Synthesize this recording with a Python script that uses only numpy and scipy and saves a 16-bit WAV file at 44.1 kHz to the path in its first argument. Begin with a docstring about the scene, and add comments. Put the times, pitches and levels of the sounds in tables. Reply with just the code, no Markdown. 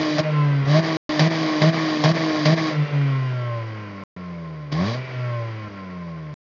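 """Outdoors, near the ground beside the tailpipe of a parked four-cylinder car being revved.
It barks off the rev limiter in short burns, coasts down, is blipped once and sinks toward idle.
Exhaust pulses make a low boom; their overtones ring and howl as they glide through the pipe's
resonances. Turbulent gas rasps in the pipe and hisses at its mouth.
The sound drops out abruptly twice, and again at the end."""
import sys
import numpy as np
from scipy import signal
from scipy.fft import rfft, irfft
from scipy.io import wavfile

SR = 44100
rng = np.random.default_rng(int(sys.argv[2]) if len(sys.argv) > 2 else 0)


def digitize_waveform(pressure):
    """Quantize a signal to 16-bit integers and store it at the path in sys.argv[1].

    Rows of a 2-D input are taken as channels; values are limited to [-1, 1].
    """
    field = np.atleast_2d(pressure).T
    bounded = np.clip(field, -1, 1)
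    quanta = np.round(bounded * 32767).astype(np.int16)
    wavfile.write(sys.argv[1], SR, quanta)


N = 283122
T = np.arange(N) / SR

# Speed is the firing rate; an order is a multiple of it. Table levels are relative, ahead of the mix.
# Fuel burns at the limiter: start_s, end_s, before_hz, after_hz, crack_db
BURNS = [(.181, .206, 148.8, 156.8, 6), (0.651, .803, 136.2, 163.6, 3), (1.192, 1.280, 150.7, 164.3, 9.5),
         (1.615, 1.703, 151.0, 164.6, 7.5), (2.037, 2.12, 149.3, 165.2, 9.5),
         (2.453, 2.543, 149.3, 164.5, 9)]
# Speed through the run-down and the blip: time_s, firing_hz
RUNDOWN = [(2.8, 148.3), (2.9, 146.2), (3.0, 142.0), (3.2, 131.9), (3.36, 124.7), (3.6, 114.3), (4.0, 97.4),
           (4.4, 83.9)]
BLIP = [(4.71, 71.3), (4.8, 86.2), (4.9, 114.4), (4.97, 127.5), (5.05, 129.3), (5.2, 125.0), (5.6, 107.8),
        (5.8, 96.1), (6.33, 73.7)]
# Throttle presses: opens_s, shuts_s, opening_s, closing_s
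PRESSES = [(-.1, 0.23, 0.024, 0.034), (.672, 2.735, .05, 0.092), (4.719, 4.975, .015, .06)]
# Throttle open, fuel cut, cylinders pumping air: firing_hz, tone_db, octave_db, rasp_db
PUMPING = [(150.6, -29.5, -25.5, -35), (154.2, -43.5, -24, -33), (158.1, -30.5, -24, -33.5),
           (162.8, -27, -30, -31)]
# Full power: firing_hz, tone_db, octave_db, ring_db, rasp_db, hiss_db
FULL_POWER = [(73.4, -44, -24, -37.5, -43.5, -46), (90.6, -32.5, -20, -31, -36, -40.5),
              (110.8, -26, -31.5, -35.5, -36.5, -38), (125, -30, -40, -31, -39.5, -40.5),
              (143.5, -17, -30.5, -28, -35, -36), (154.4, -16, -27, -21, -30, -32),
              (163.2, -16, -28.5, -25.5, -30.5, -32.5)]
# Throttle shut: firing_hz, tone_db, octave_db
COASTING = [(72, -52, -34.5), (87.2, -46, -33), (97.4, -45, -39), (105.5, -35.5, -42), (116.3, -27.5, -62),
            (123.8, -25.5, -51), (139, -19.5, -34.5), (148.2, -17.5, -36), (154, -25.5, -46.5)]
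# Coasting orders crossing the main resonance: order, centre_hz, half_width_hz, level_db
FLARES = [(4, 614, 4.5, -23.5), (4, 580, 12, -40.5), (5, 583, 13, -34), (5, 612, 18, -38),
          (7, 588, 16, -46.5)]
# Pipe resonances: centre_hz, width_hz, lift_db
MAIN_MODE = (601, 36, 17)
UPPER_MODES = [(1050, 105, 19), (1355, 90, 11), (1530, 100, 9), (1950, 160, 5), (2220, 110, 6),
               (2830, 110, 7), (3150, 140, 7)]
# Spectra of stroke overtones, rasp (throttle open, shut) and hiss: frequency_hz, level_db
OVERTONES = [(220, 5), (295, 17), (360, 6), (460, 6), (540, -12), (750, -11), (900, -15), (1050, -21),
             (1200, -12), (1350, -10), (1700, -9), (2450, -6), (2750, -14), (4800, -21)]
OPEN_RASP = [(70, -32), (130, 7.5), (250, 4.5), (500, 5), (700, 6), (880, 1), (1120, 6), (1380, -6),
             (1780, 4), (2400, -1), (2650, -14), (3500, -19)]
SHUT_RASP = [(70, -27.5), (130, 7.5), (300, 4), (480, 8), (800, 0), (1200, -1.5), (1600, -2.5), (2000, 3),
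             (2400, -2), (2650, -7.5), (3500, -14.5)]
HISS = [(1530, -34.5), (2600, -5.5), (2690, -10.5), (2930, -3.5), (3400, -2.5), (3680, -5), (3980, -1),
        (4220, -6.5), (4570, -0.5), (4810, -1), (5160, -6), (5940, -11.5), (6870, -21.5), (7210, -31),
        (7440, -34.5), (9670, -69.5), (16400, -120)]
# Howling tailpipe resonances: centre_hz, width_hz, level_db
HOWLS = [(1055, 76, -26.5), (1352, 60, -37), (1555, 90, -45)]
# Stumbles as fuelling changes: time_s, half_length_s, unevenness, boom_dip_db
STUMBLES = [(.192, .016, 0.06, 5), (.648, 0.016, .4, 6), (2.883, 0.039, .35, 18), (5.08, 0.079, .35, 13.5),
            (5.68, 0.058, 0.5, 1)]
# Silences: start_s, end_s
DROPOUTS = [(.969, 1.092), (4.0366, 4.164), (6.3405, 6.5)]

START_FIRING_HZ, REFERENCE_FIRING_HZ = 157.3, 147


def from_db(db):
    """Decibels to gain."""
    return 10 ** (np.asarray(db) / 20)


def lookup(rows, x):
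    """Table columns interpolated at x along the first."""
    axis, *columns = np.transpose(rows)
    return [np.interp(x, axis, column) for column in columns]


def gate(start_s, end_s, rise_s, fall_s):
    """Unit gate with sloping edges."""
    return np.clip(np.minimum((T - start_s) / rise_s, (end_s - T) / fall_s) + .5, 0, 1)


def bump(time_s, half_length_s):
    """Gaussian pulse, peak 1."""
    return np.exp(-((T - time_s) / half_length_s) ** 2)


def drift(rate_hz):
    """Slow random curve, spread about 1."""
    points = rng.standard_normal(N // 20)
    return 1.2 * np.interp(T * rate_hz, np.arange(len(points)), points)


def spectrum_gain(points, hz):
    """Gain of a tabled spectrum at hz."""
    points_hz, db = np.transpose(points)
    return from_db(np.interp(np.log(hz + 1), np.log(points_hz), db, left=-70, right=-70))


def resonances(modes, hz):
    """Gain of a flat path with resonant peaks."""
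    return 1 + sum((from_db(lift_db) - 1) / (1 + (2 * (hz - centre_hz) / width_hz) ** 2)
                   for centre_hz, width_hz, lift_db in modes)


def coloured(noise, gain_at, band_hz):
    """Shaped noise, rms 1 inside the band."""
    hz = np.arange(N // 2 + 1) * SR / N
    spectrum = rfft(noise) * gain_at(hz)
    inside = irfft(spectrum * ((hz > band_hz[0]) & (hz < band_hz[1])), N)
    return irfft(spectrum, N) / inside.std()


def overtone(strokes, order, waver, waver_hz):
    """One order, wavering in strength and phase, delayed by pipe dispersion."""
    wobble = waver * (drift(waver_hz) + 1j * drift(waver_hz))
    delay_cycles = .13 * order ** 2
    return np.real((1 + wobble) * np.exp(2j * np.pi * (order * strokes - delay_cycles)))


def high_revs(firing_hz):
    """Ramp from 0 at 125 Hz to 1 at 150 Hz."""
    return np.clip((firing_hz - 125) / 25, 0, 1)


def engine_speed():
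    """Firing rate: climbs in each burn and sinks between; then run-down and blip."""
    points = [(0, START_FIRING_HZ)]
    for start_s, end_s, before_hz, after_hz, _ in BURNS:
        points += [(start_s, before_hz), (end_s, after_hz)]
    return lookup(points + RUNDOWN + BLIP, T)[0]


def open_throttle_db(firing_hz, pump_ring_db=-34, pump_hiss_db=-35.5, edge_s=.012):
    """Tone, octave, ring, rasp, hiss: cylinders fire when fuelled, else pump air."""
    tone_db, octave_db, rasp_db = lookup(PUMPING, firing_hz)
    pumping_db = np.array(np.broadcast_arrays(tone_db, octave_db, pump_ring_db, rasp_db, pump_hiss_db))
    fuel = sum(gate(start_s, end_s, edge_s, edge_s) for start_s, end_s, *_ in BURNS) + (T > BLIP[0][0])
    return fuel * np.array(lookup(FULL_POWER, firing_hz)) + (1 - fuel) * pumping_db


def coasting_db(firing_hz, ring_floor_db=-48):
    """Tone, octave, ring, rasp, hiss with the throttle shut: set by speed alone."""
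    flares = sum(from_db(db) / (1 + ((order * firing_hz - centre_hz) / half_width_hz) ** 4)
                 for order, centre_hz, half_width_hz, db in FLARES)
    ring_db = 20 * np.log10(np.hypot(from_db(ring_floor_db), flares))
    excess_hz = firing_hz - REFERENCE_FIRING_HZ
    rasp_db = -39 + .19 * excess_hz
    hiss_db = -49.5 + .17 * excess_hz
    return np.array([*lookup(COASTING, firing_hz), ring_db, rasp_db, hiss_db])


def layer_gains(firing_hz, throttle):
    """Tone, octave, ring, rasp, hiss blended by throttle; stumbles dip the first two."""
    levels_db = throttle * open_throttle_db(firing_hz) + (1 - throttle) * coasting_db(firing_hz)
    levels_db[:2] -= sum(dip_db * bump(time_s, half_s) for time_s, half_s, _, dip_db in STUMBLES)
    return from_db(levels_db)


def boom(strokes, tone, octave, throttle):
    """Exhaust pulses' two lowest orders; unequal cylinders add a weak lope."""
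    phase = 2 * np.pi * strokes
    lope = 1 + .0049 * np.cos(phase / 2) + .013 * np.cos(phase / 4)
    flutter = 1 + (.008 + .08 * throttle) * drift(70)
    return lope * flutter * (tone * np.cos(phase) + octave * np.sin(2 * phase))


def pipe_ring(strokes, firing_hz, throttle, hollow, even_db=-11, rolloff_hz=720):
    """Orders 4-9 ring in turn as they cross the pipe's main resonance."""
    centre_hz, width_hz, lift_db = MAIN_MODE
    heat = high_revs(firing_hz)
    hot_mode = (centre_hz * (1 + .027 * heat), width_hz, lift_db)   # hotter gas raises the note
    out, power = 0, 0
    for order in range(4, 10):
        hz = order * firing_hz
        gain = resonances([hot_mode], hz) / (1 + (hz / rolloff_hz) ** 12)
        gain *= from_db(even_db * hollow * (1 - heat) * (order % 2 == 0))
        out += gain * overtone(strokes, order, waver=.08 + .3 * throttle, waver_hz=59.95)
        power += gain ** 2 / 2
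    return out / np.sqrt(power)


def buzz(strokes, firing_hz, throttle, hollow, even_db=-7, half_order_db=-14, load_db=-8, fading_db=3):
    """Overtones sweep the upper resonances; load weakens and roughens them."""
    grid_hz = np.arange(200, 6000, 4.)
    path = spectrum_gain(OVERTONES, grid_hz) * resonances(UPPER_MODES, grid_hz)
    out = 0
    for order in [*np.arange(3, 31), *np.arange(5.5, 16)]:
        level_db = half_order_db if order % 1 else even_db * hollow * (order in (4, 6, 8, 10, 12))
        level_db += load_db * throttle * (order > 4)
        level_db -= 3 * high_revs(firing_hz) * (order == 7)
        level_db += fading_db * (order > 10) * drift(7)
        gain = from_db(level_db) * np.interp(order * firing_hz, grid_hz, path)
        waver = (.012 + .008 * throttle) * order
        out += gain * overtone(strokes, order, waver, waver_hz=45.1)
    return out * np.sqrt(firing_hz / 120)


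def puffs(strokes, depth_db, uneven_db):
    """Turbulence pulsing with each exhaust stroke, no two equally strong."""
    strength = rng.standard_normal(2000)[(strokes + .5).astype(int)]
    level_db = depth_db * np.cos(2 * np.pi * strokes) + uneven_db * strength
    return rng.standard_normal(N) * from_db(level_db)


def gas_rasp(strokes, throttle, band_hz=(1400, 2600)):
    """Turbulence in the pipe, more resonant with the throttle shut."""
    def shut_gain(hz):
        return spectrum_gain(SHUT_RASP, hz) * resonances(UPPER_MODES, hz) ** .43

    open_puffs = puffs(strokes, depth_db=2.5, uneven_db=-.9)
    shut_puffs = puffs(strokes, depth_db=-.5, uneven_db=1)
    open_rasp = coloured(open_puffs, lambda hz: spectrum_gain(OPEN_RASP, hz), band_hz)
    shut_rasp = coloured(shut_puffs, shut_gain, band_hz)
    return from_db(-.5) * np.sqrt(throttle) * open_rasp + np.sqrt(1 - throttle) * shut_rasp


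def jet_hiss(strokes):
    """Pulsed jet noise at the pipe's mouth."""
    turbulence = puffs(strokes, depth_db=1, uneven_db=.66)
    return coloured(turbulence, lambda hz: spectrum_gain(HISS, hz), band_hz=(3200, 7000))


def howl(strokes, firing_hz, throttle, hollow, even_db=-5.5, loaded_db=-10, slope_db_per_hz=.29):
    """Orders 7-15 sing in the upper resonances: rough under load, clear once coasting settles."""
    unsettled = sum(gate(opens_s, shuts_s + 3.6 * closing_s, opening_s, fall_s=.06)
                    for opens_s, shuts_s, opening_s, closing_s in PRESSES)
    settled = 1 - np.clip(unsettled, 0, 1)
    coast_gain = settled * from_db(slope_db_per_hz * (firing_hz - REFERENCE_FIRING_HZ))
    hot_gas_ratio = 1 + .035 * throttle
    waver = .1 + .16 * (1 - hollow) + .2 * throttle
    out = 0
    for order in range(7, 16):
        gain = sum(from_db(db) / (1 + (2 * (order * firing_hz - hz * hot_gas_ratio) / width_hz) ** 4)
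                   for hz, width_hz, db in HOWLS)
        gain *= from_db(even_db * hollow * (order % 2 == 0))
        out += gain * overtone(strokes, order, waver, waver_hz=49.9)
    return (coast_gain + throttle * from_db(loaded_db)) * out


def surge(delay_s=.0026, rise_s=.003, decay_s=.015, blip_db=12, lull_db=7.5):
    """Gas flow gain: leaps as fuel catches, sags just after it is cut."""
    cracks = [(start_s + delay_s, db) for start_s, *_, db in BURNS] + [(PRESSES[-1][0], blip_db)]
    leap_db = 0
    for time_s, crack_db in cracks:
        attack = np.clip((T - time_s) / rise_s + 1, 0, 1)
        leap_db += crack_db * attack * np.exp(-np.maximum(T - time_s, 0) / decay_s)
    sag_db = sum(lull_db * bump(end_s + .014, half_length_s=.012) for _, end_s, *_ in BURNS)
    return from_db(leap_db - sag_db)


def stumble(strokes):
    """Stroke gain: randomly weak or strong while the engine stumbles."""
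    unevenness = sum(depth * bump(time_s, half_s) for time_s, half_s, depth, _ in STUMBLES)
    strength = rng.standard_normal(int(strokes[-1]) + 2)
    return 1 + unevenness * np.interp(strokes, np.arange(len(strength)), strength)


def scene():
    """One crankshaft drives every layer; speed, throttle and fuel set the levels."""
    firing_hz = engine_speed()
    strokes = np.cumsum(firing_hz * (1 + .001 * drift(40))) / SR
    throttle = np.clip(sum(gate(*press) for press in PRESSES), 0, 1)
    tone, octave, ring_gain, rasp_gain, hiss_gain = layer_gains(firing_hz, throttle)
    hollow = (1 - throttle) * tone ** 2 / (tone ** 2 + octave ** 2)   # coasting on a strong fundamental
    rasp = from_db(-1.5 * hollow) * gas_rasp(strokes, throttle)
    hiss = hiss_gain * jet_hiss(strokes)
    lows = from_db(3.5) * boom(strokes, tone, octave, throttle)
    ring = from_db(-1 - throttle) * ring_gain * pipe_ring(strokes, firing_hz, throttle, hollow)
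    howling = howl(strokes, firing_hz, throttle, hollow)
    overtones = from_db(-11.5 + 5.5 * hollow) * buzz(strokes, firing_hz, throttle, hollow)
    flow = surge()
    body = flow * rasp_gain * (rasp + overtones)
    jet = flow ** 1.28 * hiss   # jet noise grows faster than the flow
    return (stumble(strokes) * (lows + ring + howling) + body + jet)[None]


def record(dry, low_cut_hz=66, high_cut_hz=7300):
    """Deep bass cut, brief dropouts, top cut."""
    thin = signal.sosfilt(signal.butter(8, low_cut_hz, "high", fs=SR, output="sos"), dry)
    live = 1 - sum((T > start_s) & (T < end_s) for start_s, end_s in DROPOUTS)
    return signal.sosfilt(signal.butter(24, high_cut_hz, fs=SR, output="sos"), thin * live)


dry = scene()
out = record(dry)
digitize_waveform(out)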